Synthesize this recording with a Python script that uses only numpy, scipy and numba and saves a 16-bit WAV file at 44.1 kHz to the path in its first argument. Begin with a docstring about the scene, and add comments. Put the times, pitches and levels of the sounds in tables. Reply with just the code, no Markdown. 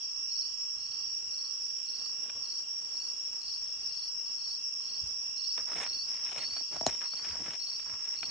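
"""Crickets in a wet forest at night

Taken among the trees on a hand-held phone, its two microphones slowly turning. Crickets trill on all
sides with steady wing strokes, and three others chirp in rising strokes through the leaves. Far insects
and frogs blur into bands over a faint hiss. Close to the phone, leaves and cloth rub, stems snap, feet
and grip thud and something hollow is knocked, mostly in the last three seconds."""
import sys
import numpy as np
from scipy import signal
from scipy.fft import rfft, irfft
from scipy.io import wavfile
from scipy.ndimage import uniform_filter1d
from numba import njit

SR = 44100
rng = np.random.default_rng(int(sys.argv[2]) if len(sys.argv) > 2 else 0)


def file_out(sig):
    """Save sig as 16-bit WAV at sys.argv[1]."""
    # one column per channel
    cols = np.atleast_2d(sig).T
    # limit, then scale
    lim = np.clip(cols, -1, 1)
    pcm = np.round(lim * 32767).astype(np.int16)
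    wavfile.write(sys.argv[1], SR, pcm)


N = 366030
T = np.arange(N) / SR

# trilling crickets all round, the two nearest first (their pitch comes from NEAR_WANDER):
# stroke rate/Hz, wing f/Hz, relative level/dB, stroke length/s, pitch fall/Hz, alternate stroke cut/dB
TRILLING_CRICKETS = [ (61.17, 5500, 0, .016, 120, 1.5), (60.19, 5600, -1.5, .0165, 60, 0),
                     (60.19, 5700, -4, .008, 300, 1), (61.04, 5400, -1, .014, 480, -3),
                     (62.15, 5540, -3.5, .014, 410, -5), (58.76, 5300, -3.5, .014, 1070, -3.5),
                     (63.8, 5680, -8, .011, 610, 6), (60.4, 5070, -12, .008, 240, 5),
                     (63.6, 5910, -8.5, .010, 730, 4)]
# unsteadiness of each one's stroke rate: spread/share of the rate
RATE_SPREAD = [.001, .00015, .00015, .002, .003, .004, .004, .002, .004]
# the two nearest wander: t/s, f of the first/Hz, f of the second/Hz, gain of the second/dB
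NEAR_WANDER = [(0, 5450, 5680, -8), (.5, 5480, 5650, -9), (.9, 5534, 5630, -8), (1, 5540, 5620, -2.5),
               (2, 5534, 5580, -1.5), (3.05, 5535, 5583, -1), (3.2, 5550, 5598, -12),
               (3.5, 5460, 5640, -11), (3.6, 5446, 5460, -12), (4.8, 5430, 5550, -14), (5, 5440, 5670, -18),
               (5.6, 5436, 5598, -8), (6.1, 5373, 5560, -20), (6.5, 5525, 5560, -16), (7, 5570, 5598, -15),
               (7.5, 5466, 5610, -8), (8.3, 5586, 5526, 3)]
# the whole trill at the turning phone: t/s, level/dB, left minus right/dB
TRILL_AT_PHONE = [(0, -39.5, 0), (.3, -37.5, 0), (1, -39.5, -2), (1.7, -39, -1.5), (2.4, -40, -0.5),
                  (3, -39, -1), (3.7, -40.5, 1.5), (4.4, -39, 0.5), (5.2, -39.5, -1.5), (5.6, -38, 0.5),
                  (6, -38.5, -0.5), (6.4, -40, 0), (7, -39, -1.5), (7.4, -40.5, 1), (8.3, -39.5, 0)]
NEAR_DIRECT_DB, TRILL_SIDE_DB = [-6.5, -1.5], -0.5  # direct sound of the nearest two; side against mid
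FLUTTER_HZ, FLUTTER_DB = 36, 1.5  # quick chance swells of the trill

# chirping crickets by name: stroke spacing/s, full f/Hz, first stroke flat by/Hz,
# flatness left at each next stroke/share, full climb/Hz, first stroke cut/dB, left minus right/dB
CHIRPING_CRICKETS = {"low": (.061, 4660, 240, .4, 470, 1.5, 1.5),
                     "middle": (.062, 4660, 60, .45, 170, 1.5, -1.5),
                     "high": (.066, 4915, 130, .3, 200, 3, -2.5)}
# their chirps: t/s, singer, length/s, level/dB, growth per stroke/dB
CHIRP_TIMES = [(-0.106, "high", .2, -43, 0), (-0.124, "middle", .19, -47.5, 0.5),
               (0.282, "low", .19, -44.5, 2), (0.35, "high", .2, -41, -3), (0.442, "middle", .12, -52, 5.5),
               (0.778, "low", .19, -47.5, 2.5), (0.891, "high", .2, -46.5, 0.5),
               (0.963, "middle", .19, -48.5, 1.5), (1.308, "low", .19, -47, 2.5),
               (1.428, "high", .2, -45, 0.5), (1.602, "middle", .12, -49, -1),
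               (1.861, "low", .25, -44.5, 1), (1.884, "high", .2, -48, 4), (2.325, "high", .26, -46, 1),
               (2.417, "low", .19, -43, 0), (2.812, "middle", .12, -51, -2), (2.931, "low", .19, -46, 2.5),
               (2.932, "middle", .12, -49, 7), (3.308, "high", .26, -47, 3.5),
               (3.404, "low", .19, -42, -0.5), (3.644, "middle", .06, -48, 0),
               (3.763, "high", .2, -42.5, 0), (3.795, "middle", .12, -50, 3), (3.889, "low", .19, -47, 4.5),
               (4.256, "middle", .06, -47, 0), (4.326, "high", .2, -42, -0.5),
               (4.369, "low", .19, -44.5, 3.5), (4.815, "low", .19, -44, 1.5),
               (4.857, "high", .26, -43.5, 0.5), (5.368, "low", .19, -43, 2.5),
               (5.393, "high", .26, -44.5, 1), (5.859, "low", .19, -42, 3), (5.933, "high", .2, -40.5, 0.5),
               (6.066, "middle", .12, -52, 6), (6.373, "low", .25, -40, 1.5),
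               (6.531, "high", .2, -39.5, -3), (6.622, "middle", .19, -43.5, -0.5),
               (7.04, "low", .19, -41, 0), (7.088, "high", .26, -45, 1.5), (7.266, "middle", .06, -44, 0),
               (7.596, "low", .19, -40, -1), (7.599, "high", .2, -48, 3.5),
               (7.779, "middle", .12, -45.5, 1), (8.158, "low", .19, -41.5, -0.5),
               (8.206, "high", .13, -56, 0)]
# how squarely the phone faces the low singer: t/s, direct sound/dB
LOW_SINGER_FACING = [(0, -3), (.7, -6), (1.4, -5), (2, -7), (4.3, -7), (5, -4), (5.6, -1), (8.3, -1)]
HIDDEN_DB = -6  # direct sound of the middle and high singers, always behind leaves
STROKE_SCATTER_DB, STROKE_JITTER_S, STROKE_JITTER_HZ = 1.6, .002, 15

# dry leaves and stems snapping close by: t/s, level/dB, f/Hz, t60/s, left minus right/dB
STEM_SNAPS = [(1.279, -55, 3220, 0.025, 2.5), (1.708, -46.5, 1100, 0.013, 6), (1.802, -51, 950, 0.018, 8),
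              (2.017, -48.5, 1090, 0.028, 7), (2.06, -48, 900, 0.02, 5), (2.297, -40, 2940, 0.031, 6),
              (2.365, -50, 325, 0.034, 12), (3.099, -57, 2750, 0.02, 0.5), (5.579, -32, 1130, 0.022, 0),
              (5.71, -42, 800, 0.027, 2), (5.731, -39, 1300, .025, 2), (5.762, -36, 1200, .025, 4),
              (5.816, -38, 2300, 0.017, 2), (5.827, -40, 2120, 0.03, 4), (5.834, -45, 2200, 0.018, 0),
              (5.85, -40, 1000, 0.034, 2), (5.864, -33.5, 2650, 0.019, 4), (6.263, -41, 2570, 0.021, 0),
              (6.29, -42, 2570, 0.027, 2), (6.359, -39, 920, 0.064, 2), (6.565, -39, 1320, 0.054, 3),
              (6.608, -40.5, 310, 0.029, 4), (6.713, -58, 340, 0.015, 4), (6.729, -46, 1930, 0.025, -5),
              (6.76, -38, 730, 0.044, 2), (6.948, -44, 3000, 0.033, 4), (7.01, -41, 2420, 0.021, -3),
              (7.017, -36.5, 3470, 0.02, 5), (7.042, -46, 2690, 0.023, 1.5), (7.135, -42.5, 780, 0.047, 4),
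              (7.179, -55, 2790, 0.025, 1.5), (7.246, -41, 2800, 0.074, 2.5), (7.289, -39, 1630, 0.033, 5),
              (7.344, -49, 2200, .02, 2), (7.457, -43, 2000, .03, 4), (7.499, -49, 2600, 0.018, 2),
              (7.479, -38, 322, 0.018, 3), (7.535, -34.5, 2710, 0.014, 0), (7.554, -39, 1740, 0.023, 2),
              (7.795, -42.5, 2960, 0.029, 7), (7.898, -43.5, 1170, 0.032, 1), (8.23, -28, 2480, 0.019, 4.5)]
# knocks on a hollow stem or case: t/s, level/dB, crack against body/dB, left minus right/dB
HOLLOW_KNOCKS = [(6.745, -42, -1, 5), (6.765, -33.5, -8, 6), (6.811, -24.5, -14, 5),
                 (6.832, -34.5, -19, -7), (6.838, -37, -22, -2), (6.865, -13.5, -5.5, 6.5),
                 (6.873, -29.5, -0.5, -10), (6.899, -40, 1, 5)]
# modes of the hollow body: f/Hz, relative level/dB, t60/s
BODY_MODES = [(660, -1, 0.014), (746, -1.5, 0.013), (420, -8, 0.015), (310, -13.5, 0.012),
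              (153, -39, 0.011), (1850, -12.5, 0.012)]
# modes of the sharp crack above it: f/Hz, relative level/dB, t60/s
CRACK_MODES = [(3060, -0.5, 0.0061), (4070, 6, 0.0079), (5400, 11.5, 0.0061), (6520, 8, 0.0069),
               (6950, 6.5, 0.007), (8500, -6, 0.0059)]
LATE_CYCLES, LATE_BELOW_HZ = 1.43, 920  # the lows of a blow travel slower through stem and hand

# leaves and cloth rubbing by the microphones: t/s, length/s, level/dB, relative bass/dB, bright f/Hz
CLOSE_RUBS = [(5.58, 0.036, -53, -11.5, 1180), (5.69, 0.06, -49.5, -17, 1100),
              (5.755, 0.046, -44.5, -19, 1700), (5.815, 0.025, -40, -37, 2100),
              (5.848, 0.014, -46, -16, 1480), (5.9, 0.069, -61.5, -1.5, 1490), (6.08, 0.15, -56, -11, 1950),
              (6.26, 0.12, -48.5, -14, 2600), (6.375, 0.065, -44.5, -19, 2390),
              (6.47, .14, -55.5, -11.5, 2270), (6.733, 0.036, -50, -2.5, 1120),
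              (6.885, 0.0026, -42.5, -20, 2000), (6.92, 0.075, -54, -12, 2210),
              (7.015, 0.047, -52, -17, 1810), (7.135, 0.089, -56.5, -7, 2200),
              (7.245, 0.123, -51, -10, 1950), (7.38, 0.041, -55, 2, 1900), (7.445, 0.1, -49.5, -9, 1910),
              (7.6, 0.25, -60, -21, 2310), (7.86, 0.11, -56, -6, 1230), (7.96, 0.22, -58.5, -13, 1650),
              (8.235, .07, -56, -2, 2080)]
# hands and cloth shifting further off: t/s, level/dB
CLOTH_STIR = [(0, -99), (.6, -75), (1.1, -67.5), (1.35, -67), (1.8, -86), (1.95, -62.5), (2.55, -65.5),
              (3.8, -63.5), (4.45, -69.5), (4.75, -76), (4.95, -62.5), (5.4, -69.5), (5.55, -88)]
# dull thuds of feet and grip: t/s, length/s, level/dB
HANDLING_THUDS = [(.16, 0.036, -68), (.77, 0.089, -65.5), (1.22, 0.067, -67), (2.32, 0.071, -66),
                  (3.43, .1, -70), (3.91, .03, -74), (4.05, .03, -73), (5.03, 0.017, -58.5),
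                  (5.51, .03, -72), (5.62, 0.033, -67), (6.18, .06, -71), (6.43, 0.037, -70),
                  (6.6, 0.032, -71), (6.73, 0.2, -60.5), (7.32, 0.071, -62), (7.9, .05, -62),
                  (8.22, 0.032, -63)]
RUMBLE_DB, RUMBLE_DRIFT_DB = -75.5, 4

# insects and frogs deep in the forest: f/Hz, width/Hz, level/dB
FAR_CHORUSES = [(2764, 145, -64), (2710, 650, -67.5), (3255, 390, -67.5), (1130, 380, -70),
                (4937, 120, -59.5)]
THROB_HZ, THROB_DB = 12, 2.1
# spectrum of the faint hiss, cut off steeply above 9.4 kHz: f/Hz, relative level/dB
HISS_SPECTRUM = [(25, -16), (45, 1.5), (90, -10), (300, -7.5), (800, -9), (2100, -11), (3800, -15.5),
                 (4600, 0), (6300, 2), (7200, -6.5), (8800, -13.5), (9400, -20), (10000, -90)]
# how alike the hiss is at the two microphones: f/Hz, correlation
HISS_LIKENESS = [(60, 0.23), (260, 0.88), (600, 0), (2500, 0.0067), (6000, 0.15)]
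HISS_DB = -55.5


def trilling_crickets():
    """On all sides: each wing stroke is a short falling tone; its paths shift as the phone moves."""
    chorus = np.zeros((2, N))
    *near_pitches, second_db = curves(NEAR_WANDER)
    for k, (rate, hz, db, length, fall_hz, weak_db) in enumerate(TRILLING_CRICKETS):
        near = k < len(near_pitches)
        if near:
            hz, db = near_pitches[k], db + k * second_db
        cycles = rng.random() + np.cumsum(rate * (1 + RATE_SPREAD[k] * walk(25))) / SR
        age = cycles % 1 / rate
        shape = np.sin(np.pi * np.clip(age / length, 0, 1)) ** 2 * undb(-weak_db * (cycles % 2 > 1))
        t = age - length / 2  # from the middle of the stroke
        phase = 2 * np.pi * (hz * t - fall_hz * t ** 2 / (2 * length))
        # the trill's octave is kept to a thin, narrow band near 11 kHz
        octave = undb(-32.5 - abs(hz - 5500) / 15) * np.sin(4 * np.pi * hz * t)
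        song = undb(db) * shape * (np.sin(phase) + octave)
        turn = .9 * walk(3)
        chorus += np.cos(turn) * foliage(song, t60=.31) + np.sin(turn) * foliage(song, t60=.2)
        if near:
            chorus += song * undb(NEAR_DIRECT_DB[k])
    # so many singers that the sum holds steady, in the middle and at the sides
    mid_side = np.array([chorus[0] + chorus[1], chorus[0] - chorus[1]])
    mid, side = mid_side / np.sqrt(uniform_filter1d(mid_side ** 2, SR // 11, axis=1))
    side *= undb(TRILL_SIDE_DB)
    db, pan_db = curves(TRILL_AT_PHONE)
    return np.array([mid + side, mid - side]) * pan(undb(db + FLUTTER_DB * walk(FLUTTER_HZ)), pan_db)


def chirping_crickets():
    """Three among the leaves: each stroke is a near sine that climbs, then drops off at the end."""
    songs, direct = np.zeros((2, 2, N))
    t = T[:int(.054 * SR)]
    shape = np.clip(t / .008, 0, 1) * np.clip((t[-1] - t) / .008, 0, 1) * (.8 + t / .12)
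    for start, top_hz, db, climb_hz, pan_db, is_low in list(chirp_strokes()):
        beat_phase, chance = rng.random(2)
        hz = top_hz - climb_hz * np.exp(-t / .017) - 220 * np.exp((t - t[-1]) / .005)
        phase = 2 * np.pi * np.cumsum(hz) / SR
        direct_db = np.interp(start, *np.transpose(LOW_SINGER_FACING)) if is_low else HIDDEN_DB
        # off axis, a close echo beats with the stroke and breaks it up
        depth = .15 - direct_db / 14
        waver = 1 + depth * np.sin(2 * np.pi * (beat_phase + (30 + 25 * chance) * t))
        octave = undb(-42 + 24 * depth) * is_low  # clearer from the side
        # the stroke reaches the two microphones with a chance lag
        tone = [np.sin(phase + lag) + octave * np.sin(2 * phase + lag) for lag in (0, 2 * chance)]
        stroke = pan(shape * waver * undb(db), pan_db) * tone
        add(songs, start, stroke)
        add(direct, start, stroke * undb(direct_db))
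    return direct + foliage(songs, t60=.27, wet_db=-5)


def chirp_strokes():
    """The wing strokes of every chirp: it starts flat, its first stroke held back, then settles."""
    for start, singer, length, db, growth_db in CHIRP_TIMES:
        gap, full_hz, first_flat_hz, flat_share, climb_hz, first_cut_db, pan_db = CHIRPING_CRICKETS[singer]
        scatter = rng.standard_normal((8, 3)) * [STROKE_SCATTER_DB, STROKE_JITTER_S, STROKE_JITTER_HZ]
        for k in range(max(round(length / gap), 1)):
            off_db, off_s, off_hz = scatter[k]
            onset = start + k * gap + off_s
            flat_hz = first_flat_hz * flat_share ** k
            top_hz = full_hz - flat_hz + off_hz
            level_db = db + growth_db * k - first_cut_db * (k == 0) + off_db
            if onset > -.005:
                yield onset, top_hz, level_db, climb_hz - flat_hz, pan_db, singer == "low"


def snaps():
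    """Dry leaves and stems break close by: a wide tick with a brief ring."""
    out, t = np.zeros((2, N)), T[:SR // 8]
    for start, db, hz, t60, pan_db in STEM_SNAPS:
        wide = signal.butter(2, [hz / 5, min(2.5 * hz, 3300)], "band", fs=SR)
        tick = unit(signal.lfilter(*wide, rng.standard_normal(len(t)))) * decay(t, t60)
        snap = .6 * tick + .25 * ring([(hz, 0, t60)], t)
        add(out, start, pan(undb(db) * snap, pan_db))
    return out


def knocks():
    """Blows at hand ring a hollow body under a sharp crack; contact builds up over a moment."""
    out, t = np.zeros((2, N)), T[:SR // 8]
    for start, db, crack_db, pan_db in HOLLOW_KNOCKS:
        body = undb(db) * (1 - np.exp(-t / .0006)) * ring(BODY_MODES, t)
        crack = undb(db + crack_db) * (1 - np.exp(-t / .0007)) * ring(CRACK_MODES, t)
        add(out, start, pan(body, pan_db) + crack)
    return out


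def through_stem_and_hand(blows):
    """Blows reach the phone with their lows late, followed by a short scatter off the leaves."""
    ratio = np.clip(np.fft.rfftfreq(N, 1 / SR), 40, LATE_BELOW_HZ) / LATE_BELOW_HZ
    lag_cycles = LATE_CYCLES * (np.log(ratio) - ratio + 1)
    arrived = irfft(rfft(blows) * np.exp(-2j * np.pi * lag_cycles), N)
    arrived = lowpass(arrived, hz=10000, order=4)
    return arrived + foliage(arrived, t60=.07, wet_db=-9)


def rubs():
    """Leaf slips on leaf and cloth on skin by the microphones: a moving bright zone over dull bumps."""
    db, bass_db, bright_hz = swells(CLOSE_RUBS, rise_db_s=510, fall_db_s=452)
    slips = grit(600, 2.2, .004)
    bright_hz = bright_hz * (1 + .15 * walk(40))  # each slip rings another patch of leaf
    middle = band(slips, 900 * (1 + .25 * walk(30)), 950) * undb(2.7 * walk(30))
    body = unit(steep_band(slips, bright_hz, 1900) + middle)
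    bumps = unit(band(grit(90, 1.8, .008), 220, 300)) * undb(bass_db)
    treble_db = -30 + 1.26 * np.maximum(db + 54.5, 0)  # harder rubs are brighter
    treble = unit(steep_band(slips, 5800, 3660)) * undb(treble_db)
    return (body + bumps + treble) * pan(undb(db), 2.5)


def stir():
    """Hands and cloth shift softly and unevenly, further from the microphones."""
    slips = unit(band(grit(90, .85, .0081), 350, 1280))
    return slips * undb(curves(CLOTH_STIR)[0] + 2 * walk(12))


def thuds():
    """Feet and grip thud dully over a drifting rumble."""
    bass = unit(steep_band(grit(24, 5.1, .021), 64, 65))
    thud_db = swells(HANDLING_THUDS, rise_db_s=300, fall_db_s=132)[0]
    rumble_db = RUMBLE_DB + RUMBLE_DRIFT_DB * walk(2.59)
    return bass * np.hypot(undb(thud_db), undb(rumble_db))


def far_choruses():
    """Distance melts insects and frogs into narrow throbbing bands."""
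    out = np.zeros((2, N))
    for hz, width, db in FAR_CHORUSES:
        noise = rng.standard_normal((2, N)) + .72 * rng.standard_normal(N)
        centre = hz * (1 + .012 * walk(3))
        out += unit(steep_band(noise, centre, width)) * undb(db + THROB_DB * walk(THROB_HZ))
    return out


def faint_hiss():
    """A faint wide hiss, most alike at the two microphones in the bass."""
    log_f = np.log(np.fft.rfftfreq(N, 1 / SR) + 1)
    colour_db, alike = [np.interp(log_f, np.log(hz), values)
                        for hz, values in map(np.transpose, (HISS_SPECTRUM, HISS_LIKENESS))]
    mid, side = rfft(rng.standard_normal((2, N))) * undb(colour_db) * np.sqrt([1 + alike, 1 - alike])
    return unit(irfft([mid + side, mid - side], N)) * undb(HISS_DB)


def foliage(x, t60, wet_db=0):
    """Trunks and leaves scatter the sound into a tail of echoes, one for each microphone."""
    t = T[:SR // 4]
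    echoes = rng.standard_normal((2, len(t))) * decay(t, t60)
    echoes *= undb(wet_db) / np.sqrt(np.sum(echoes ** 2, axis=1, keepdims=True))
    return signal.fftconvolve(np.atleast_2d(x), echoes, axes=1)[:, :N]


def grit(rate, scatter_db, tail_s):
    """Noise roughened by dense clicks of uneven size, each with a short tail."""
    clicks = (rng.random(N) < rate / SR) * undb(scatter_db * rng.exponential(size=N))
    puffs = signal.lfilter([1], [1, -np.exp(-1 / (tail_s * SR))], clicks)
    return (puffs + 1.1) * (rng.standard_normal(N) + .64 * rng.standard_normal((2, N)))


def ring(modes, t):
    """Decaying modes after one blow."""
    return sum(undb(db) * np.sin(2 * np.pi * hz * t) * decay(t, t60) for hz, db, t60 in modes)


def decay(t, t60):
    """A fall of 60 dB in t60 seconds."""
    return np.exp(-np.log(1000) * t / t60)


def swells(rows, rise_db_s, fall_db_s):
    """Each row rises, holds and falls: level and further columns of the loudest at every sample."""
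    start, length, db, *columns = np.transpose(rows)[:, :, None]
    t = T[::64]
    db = db - rise_db_s * np.maximum(start - t, 0) - fall_db_s * np.maximum(t - start - length, 0)
    loudest = np.argmax(db, axis=0)
    columns = [uniform_filter1d(c[loudest, 0], size=14) for c in columns]
    return [np.interp(T, t, c) for c in [db.max(axis=0), *columns]]


def curves(table):
    """The columns after t/s, at every sample."""
    times, *columns = np.transpose(table)
    return [np.interp(T, times, c) for c in columns]


def walk(rate):
    """Random levels held 1 / rate s and smoothed twice; spread near 1."""
    hold = int(SR / rate)
    steps = np.repeat(rng.standard_normal(N // hold + 1), hold)
    return 1.2 * uniform_filter1d(uniform_filter1d(steps, hold), hold)[:N]


@njit
def svf(x, hz, width):
    """State-variable band-pass with a moving centre, gain 1 there."""
    y, band_state, low_state = np.empty(len(x)), 0., 0.
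    for i in range(len(x)):
        g, damping = np.tan(np.pi * hz[i] / SR), width / hz[i]
        v = (band_state + g * (x[i] - low_state)) / (1 + g * (g + damping))
        band_state, low_state = 2 * v - band_state, low_state + 2 * g * v
        y[i] = damping * v
    return y


def band(x, hz, width):
    """Band-pass for every channel."""
    return np.array([svf(c, hz + np.zeros(N), float(width)) for c in np.atleast_2d(x)])


def steep_band(x, hz, width):
    """The band-pass twice over."""
    return band(band(x, hz, width), hz, width)


def lowpass(x, hz, order):
    """Roll off above hz."""
    return signal.sosfilt(signal.butter(order, hz, fs=SR, output="sos"), x)


def undb(db):
    """Decibels to gain."""
    return 10 ** (np.asarray(db) / 20)


def unit(x):
    """Scale to rms 1."""
    return x / np.sqrt(np.mean(x ** 2))


def pan(x, db):
    """Two channels, left above right by db."""
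    return np.array([x * undb(db / 2), x * undb(-db / 2)])


def add(out, start, sound):
    """Mix a short two-channel sound in at start seconds."""
    i = max(int(start * SR), 0)
    out[:, i:i + sound.shape[1]] += sound[:, :N - i]


def scene():
    """The forest as it reaches the two microphones."""
    crickets = trilling_crickets() + chirping_crickets()
    background = far_choruses() + faint_hiss()
    rustle = lowpass(rubs() + stir() + thuds(), hz=9000, order=6)
    return crickets + through_stem_and_hand(snaps() + knocks()) + rustle + background


def record(dry):
    """The phone cuts the bass below 40 Hz and the top above 11.3 kHz."""
    x = signal.sosfilt(signal.butter(3, 40, "high", fs=SR, output="sos"), dry)
    return signal.sosfilt(signal.ellip(10, .2, 60, 11300, fs=SR, output="sos"), x)


dry = scene()
out = record(dry)
file_out(out)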